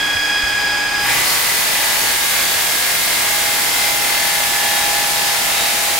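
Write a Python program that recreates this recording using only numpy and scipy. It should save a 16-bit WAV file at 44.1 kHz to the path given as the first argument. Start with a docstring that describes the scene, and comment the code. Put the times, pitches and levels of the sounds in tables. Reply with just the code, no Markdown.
"""A water-cooled bridge saw in a factory hall. First the blade runs free: its slots chop the air
into a whistle over fanned air, water, motor hum and two dull bumps. After a second it bites into
granite: the rim chatters, the disc rings and the stone closes the slots. From then on the worn rim
scrapes nearly the same pattern on every turn, the disc sings at multiples of its speed and slurry
hisses out. A chip snaps near 1.9 s; the cut runs on with brief squeals and spells of chatter."""
import sys
import numpy as np
from scipy import signal
from scipy.fft import rfft, irfft
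from scipy.io import wavfile

SR = 44100
rng = np.random.default_rng(int(sys.argv[2]) if len(sys.argv) > 2 else 0)


def inscribe(sig):
    """Save sig as 16-bit PCM at rate SR to the path in sys.argv[1].

    A 1-D sig is mono; a 2-D sig holds one channel per row.
    Samples are clipped to [-1, 1] before scaling.
    """
    pcm = np.round(np.clip(np.atleast_2d(sig).T, -1, 1) * 32767)
    wavfile.write(sys.argv[1], SR, pcm.astype(np.int16))


N = 264159
TIME = np.arange(N) / SR
SEGMENTS = 21  # slot rate = SEGMENTS * shaft speed
FREE_HZ, LOADED_HZ = 39.39, 39.2  # shaft speed
BITE_S = 1.05


def undb(db):
    """Decibels to gain."""
    return 10 ** (np.asarray(db) / 20)


def swell(peak_s, length_s):
    """Gaussian envelope."""
    return np.exp(-((TIME - peak_s) / length_s) ** 2)


def gate(start_s, end_s=np.inf, *, edge_s):
    """Soft gate: opens around start_s, closes around end_s."""
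    return (np.tanh((TIME - start_s) / edge_s) - np.tanh((TIME - end_s) / edge_s)) / 2


def walk(rate_hz):
    """Smooth random motion, unit variance."""
    place = TIME * rate_hz
    knots = rng.standard_normal(int(place[-1]) + 2)
    k = place.astype(int)
    angle = np.pi / 2 * np.sin(np.pi / 2 * (place - k)) ** 2
    return knots[k] * np.cos(angle) + knots[k + 1] * np.sin(angle)


def ring(x, hz, width_hz):
    """Two identical resonators in series, output at rms 1."""
    b, a = signal.iirpeak(hz, hz / width_hz, fs=SR)
    y = signal.lfilter(b, a, signal.lfilter(b, a, x))
    return y / np.std(y)


def spread(three, alike):
    """Stereo pair from one shared signal and one per side."""
    return np.sqrt(alike) * three[0] + np.sqrt(1 - alike) * three[1:]


def tone(cycles, waver, rate_hz):
    """Stereo partial: direct path plus shifting reflections."""
    echoes = np.array([walk(rate_hz) + 1j * walk(rate_hz) for _ in range(2)])
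    partial = np.real((1 + waver * echoes) * np.exp(2j * np.pi * cycles))
    return partial * np.sqrt(2 / (1 + 2 * waver ** 2))


def per_bin(points):
    """Interpolates (frequency [Hz], value) over the FFT bins on a log axis."""
    hz, value = np.transpose(points)
    return np.interp(np.log(np.arange(N // 2 + 1) * SR / N + 1), np.log(hz), value)


# Left-right likeness in the hall: (frequency [Hz], correlation [-])
HALL_CORRELATION = [(50, .25), (250, 0.03), (450, 0.14), (800, 0.33), (2200, 0.22), (4400, 0.23),
                    (9000, 0.24), (15000, 0.078)]

def colour(pair, spectrum):
    """Gives two independent white signals a spectrum and the hall's correlation."""
    alike = per_bin(HALL_CORRELATION)
    weights = np.sqrt(np.array([1 + alike, 1 - alike]) * SR) / 2
    mid, side = rfft(pair) * undb(per_bin(spectrum)) * weights
    return irfft(np.array([mid + side, mid - side]), N)


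def rim(turns, memory_turns, channels=2):
    """Rim roughness, repeated each turn while it wears into a new pattern."""
    points = int(SR / LOADED_HZ)
    keep = np.exp(-1 / memory_turns)
    track = rng.standard_normal((int(turns[-1]) + 1, points, channels))
    for k in range(1, len(track)):
        track[k] = keep * track[k - 1] + np.sqrt(1 - keep ** 2) * track[k]
    return track.reshape(-1, channels)[(turns * points).astype(int)].T


def motor_hum(hz=296):
    """Motor tone, shaded out by the stone once the blade is in."""
    return undb(-44.5) * tone(hz * TIME, waver=.26, rate_hz=5.7) * (1 - gate(1.33, edge_s=.15))


# Air and water around the free blade: (frequency [Hz], density [dB/Hz])
AIR_SPECTRUM = [(15, -65.5), (45, -60), (120, -63), (500, -61.5), (900, -58), (1200, -59), (2100, -56),
                (2900, -63.5), (4400, -63), (5800, -66), (7500, -67), (11000, -73), (15500, -75.5)]

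def fanned_air():
    """The blade fans air and water; the stone shades the rush after the bite."""
    rush = colour(rng.standard_normal((2, N)), AIR_SPECTRUM)
    return rush * undb(.5 * walk(14) - 4.2 * gate(1.35, edge_s=.11))


# Short impacts: (time [s], pitch [Hz], decay [s], level [dB], left minus right [dB])
IMPACTS = [(.15, 85, 0.017, -29, 0), (.432, 52, 0.016, -28, -2), (1.8734, 1910, 0.00049, -9, -7)]

def knocks():
    """Two dull machine bumps and the snap of a stone chip."""
    out = 0
    for start_s, hz, decay_s, db, pan_db in IMPACTS:
        age_s = np.maximum(TIME - start_s, 0)
        envelope = 2 * age_s / decay_s * np.exp(1 - 2 * age_s / decay_s)
        gain = undb(db + np.array([[pan_db], [-pan_db]]) / 2)
        out = out + gain * envelope * np.sin(2 * np.pi * hz * age_s)
    return out


# Slurry thrown from the cut: (frequency [Hz], density [dB/Hz])
SLURRY_SPECTRUM = [(20, -71), (120, -65), (450, -63), (800, -62), (1300, -59.5), (2100, -57), (3100, -58),
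                   (4600, -58.5), (6000, -60), (8000, -59.5), (9500, -59), (13000, -60.5), (15500, -62.5)]

def slurry(turns):
    """Slurry hisses from the bite on; the slab shades its treble as the blade sinks in."""
    hiss = colour(rim(turns, memory_turns=.52), SLURRY_SPECTRUM)
    treble = signal.sosfiltfilt(signal.butter(2, 11000, "high", fs=SR, output="sos"), hiss)
    shade_db = np.interp(TIME, [2.5, 6], [.8, -1.5]) + .56 * walk(25)
    flow = undb(-.2) * gate(BITE_S, edge_s=.089)
    return flow * (hiss + (undb(shade_db) - 1) * treble)


# Slot whistle: (slot-rate multiple [-], level [dB], onset [s], peak [s], swell [s], eddy level [dB])
WHISTLE_PARTIALS = [(1, -30.5, 0.206, 1.21, .8, -37.5), (2, -21.3, -.1, 0.46, 1.2, -31),
                    (3, -32, 0.076, 0.26, 0.82, -30), (4, -24, -.1, 0.16, 0.57, -31),
                    (6, -28.5, .14, 0.4, 1.6, -34), (8, -45, -.1, .6, 1.3, -47)]

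def whistle(turns, onset_step_db=5, slots_close_s=1.133):
    """Slots chop the air until the stone closes them; eddies add noise just below each partial."""
    # The blade sways through the water jet about once a turn: brief dips.
    sway = np.cos(np.pi * turns + .9 * walk(14)) ** 4 * np.abs(.8 + .5 * walk(30))
    throb_db = 1.2 - 5.5 * sway
    out = 0
    for multiple, db, onset_s, peak_s, length_s, eddy_db in WHISTLE_PARTIALS:
        order = SEGMENTS * round(multiple)
        turbulence = spread(rng.standard_normal((3, N)), alike=.86)
        eddies = ring(turbulence, hz=order * FREE_HZ * .984, width_hz=85 * multiple ** 1.05)
        onset_db = onset_step_db * (gate(onset_s, edge_s=.012) - 1)
        gain = undb(db + onset_db + throb_db + .5 * walk(30.5)) * swell(peak_s, length_s)
        partial = tone(order * turns + rng.random(), waver=.1, rate_hz=49)
        out = out + gain * partial + undb(eddy_db) * eddies
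    balance = undb([[-.5], [.5]])
    return out * (1 - gate(slots_close_s, edge_s=.058)) * balance


# High modes of the steel: (frequency [Hz], width [Hz], level [dB])
SQUEAL_MODES = [(3775, 250, -37), (4480, 250, -36.5), (5040, 250, -43), (6650, 400, -40), (9470, 650, -40)]

def squeals(turns, flare_db=3.2):
    """Hard grains catch the rim; each high mode flares on its own."""
    scrape = spread(rim(turns, memory_turns=11, channels=3), alike=.49)
    return sum(undb(db + flare_db * walk(9.1)) * ring(scrape, hz, width_hz)
               for hz, width_hz, db in SQUEAL_MODES)


# Rim chatter: (start [s], end [s], frequency [Hz], width [Hz], level [dB])
CHATTER_SPELLS = [(0.999, 1.24, 141, 111, -42), (1.047, 1.245, 2140, 1310, -20.5),
                  (1.238, 1.378, 4520, 890, -25.5), (1.38, 1.8, 4380, 298, -35),
                  (2.95, 3.22, 4000, 1300, -30.5), (4.9, 5.3, 4560, 300, -37)]

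def chatter(turns):
    """The rim rattles on edges and hard grains in step with the shaft, most at the slab's edge."""
    scrape = spread(rim(turns, memory_turns=9, channels=3), alike=.67)
    return sum(undb(db) * ring(scrape, hz, width_hz) * gate(start_s, end_s, edge_s=.022)
               for start_s, end_s, hz, width_hz, db in CHATTER_SPELLS)


# Disc bands rung by the segments: (frequency [Hz], width [Hz], level [dB])
STRIKE_BANDS = [(760, 720, -37), (2110, 1650, -31.5)]

def strikes(turns):
    """Each segment snaps crystals out of the granite; those standing proud hit hardest."""
    segment = (SEGMENTS * turns).astype(int)
    lands = np.diff(segment, prepend=0) > 0
    proud_db = 4 * np.cos(2 * np.pi * turns) + 3 * np.cos(4 * np.pi * turns)
    snaps = lands * undb(proud_db) * spread(rng.standard_normal((3, N)), alike=.34)
    return sum(undb(db) * ring(snaps, hz, width_hz) for hz, width_hz, db in STRIKE_BANDS)


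# Hum of the segments landing in the cut: (time [s], level [dB])
SEGMENT_HUM = [(1.2, -44), (2.0, -36), (2.85, -47), (3.35, -31.5), (4.65, -30.0), (4.9, -27), (5.55, -32.5),
               (5.95, -29)]
# Its overtones: (slot-rate multiple [-], level [dB], peak [s], swell [s])
SEGMENT_OVERTONES = [(2, -33, 2.7, 1.7), (4, -34, 3.63, 1.4)]
# Disc modes, some sinking as the cut deepens:
# (frequency at peak [Hz], sink [Hz/s], width [Hz], level [dB], peak [s], swell [s], bite level [dB])
DISC_MODES = [(685, -2, 91, -39, 5.3, 2.7, -60), (788, 8, 80, -39.5, 4.8, 2.3, -36),
              (862, 0, 36, -40.5, 1.8, 0.45, -42), (941, 0, 30, -39.5, 2.3, 5, -31.5),
              (1137, 2, 30, -45, 1.8, 1.7, -35.5), (1736, 12, 29, -33, 3.8, 3.4, -36),
              (2000, 0, 70, -33.5, 1.5, .5, -33), (2097, 26, 47, -28.5, 3.4, 1.62, -28),
              (3410, 0, 30, -32, 2.5, 0.27, -50)]

def singing(turns):
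    """The segments hum at the slot rate; each disc mode lifts the shaft harmonics near it."""
    gains = {SEGMENTS: undb(np.interp(TIME, *np.transpose(SEGMENT_HUM)))}
    for multiple, db, peak_s, length_s in SEGMENT_OVERTONES:
        gains[SEGMENTS * round(multiple)] = undb(db) * swell(peak_s, length_s)
    bite = swell(1.18, .36)  # the slab's edge rings all modes
    for hz, sink_hz_per_s, width_hz, db, peak_s, length_s, bite_db in DISC_MODES:
        mode_hz = hz - sink_hz_per_s * (TIME - peak_s)
        strength = np.hypot(undb(db) * swell(peak_s, length_s), undb(bite_db) * bite)
        for order in round(hz / LOADED_HZ) + np.arange(-1, 2):
            detune = 2 * (order * LOADED_HZ - mode_hz) / width_hz
            gains[order] = np.hypot(gains.get(order, 0), strength / (1 + detune ** 2))
    # Bending waves disperse: phase grows with the square of the order.
    voices = sum(gain * tone(order * turns + (order / 11) ** 2, waver=.15, rate_hz=5)
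                 for order, gain in gains.items())
    return voices * gate(BITE_S, edge_s=.044)


# Diamonds on stone, coloured by the disc: (frequency [Hz], density [dB/Hz])
GRIND_SPECTRUM = [(30, -85), (450, -69.5), (720, -59.5), (1200, -64.5), (2100, -58.5), (3100, -61),
                  (3800, -62), (4450, -63), (5200, -61.5), (6150, -70), (6700, -64.5), (7600, -71),
                  (15500, -79)]

def grinding(turns):
    """Diamonds scrape in step with the shaft, harder as each uneven segment lands."""
    height_db = rng.standard_normal(SEGMENTS)
    segment = (SEGMENTS * turns).astype(int) % SEGMENTS
    landing = 1 + .38 * np.cos(2 * np.pi * SEGMENTS * turns)
    scrape = rim(turns, memory_turns=20.3) * landing * undb(height_db[segment])
    return colour(scrape, GRIND_SPECTRUM)


# Harder and softer patches of granite: (time [s], swell [s], scraping change [dB])
GRANITE_PATCHES = [(3.05, 0.27, 0.6), (4.45, 0.54, -1.5)]

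def cutting(turns, in_cut_s, engage_s=.055, settle_s=.43):
    """The rim engages, grinds hardest on the slab's edge, then settles into the granite."""
    patch_db = sum(db * swell(peak_s, length_s) for peak_s, length_s, db in GRANITE_PATCHES)
    load_db = -1 + 3 * np.exp(-in_cut_s / settle_s) + patch_db
    load = undb(load_db) * gate(BITE_S + engage_s, edge_s=.11)
    hardness_db = 1.02 * walk(10)  # hard and soft grains
    runout_db = .81 * np.cos(2 * np.pi * turns)  # blade slightly out of round
    scraping = load * (grinding(turns) + strikes(turns) + squeals(turns))
    return undb(hardness_db + runout_db) * (scraping + singing(turns) + chatter(turns))


def scene(sag_s=.55):
    """The shaft slows slightly under load and paces the cut, whistle and slurry."""
    in_cut_s = np.maximum(TIME - BITE_S, 0)
    shaft_hz = LOADED_HZ + (FREE_HZ - LOADED_HZ) * np.exp(-in_cut_s / sag_s)
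    turns = np.cumsum(shaft_hz) / SR
    blade = cutting(turns, in_cut_s) + whistle(turns)
    return blade + fanned_air() + motor_hum() + slurry(turns) + knocks()


def record(dry, cutoff_hz=15750):
    """Steep elliptic low-pass."""
    return signal.sosfilt(signal.ellip(12, .1, 80, cutoff_hz, fs=SR, output="sos"), dry)


dry = scene()
out = record(dry)
inscribe(out)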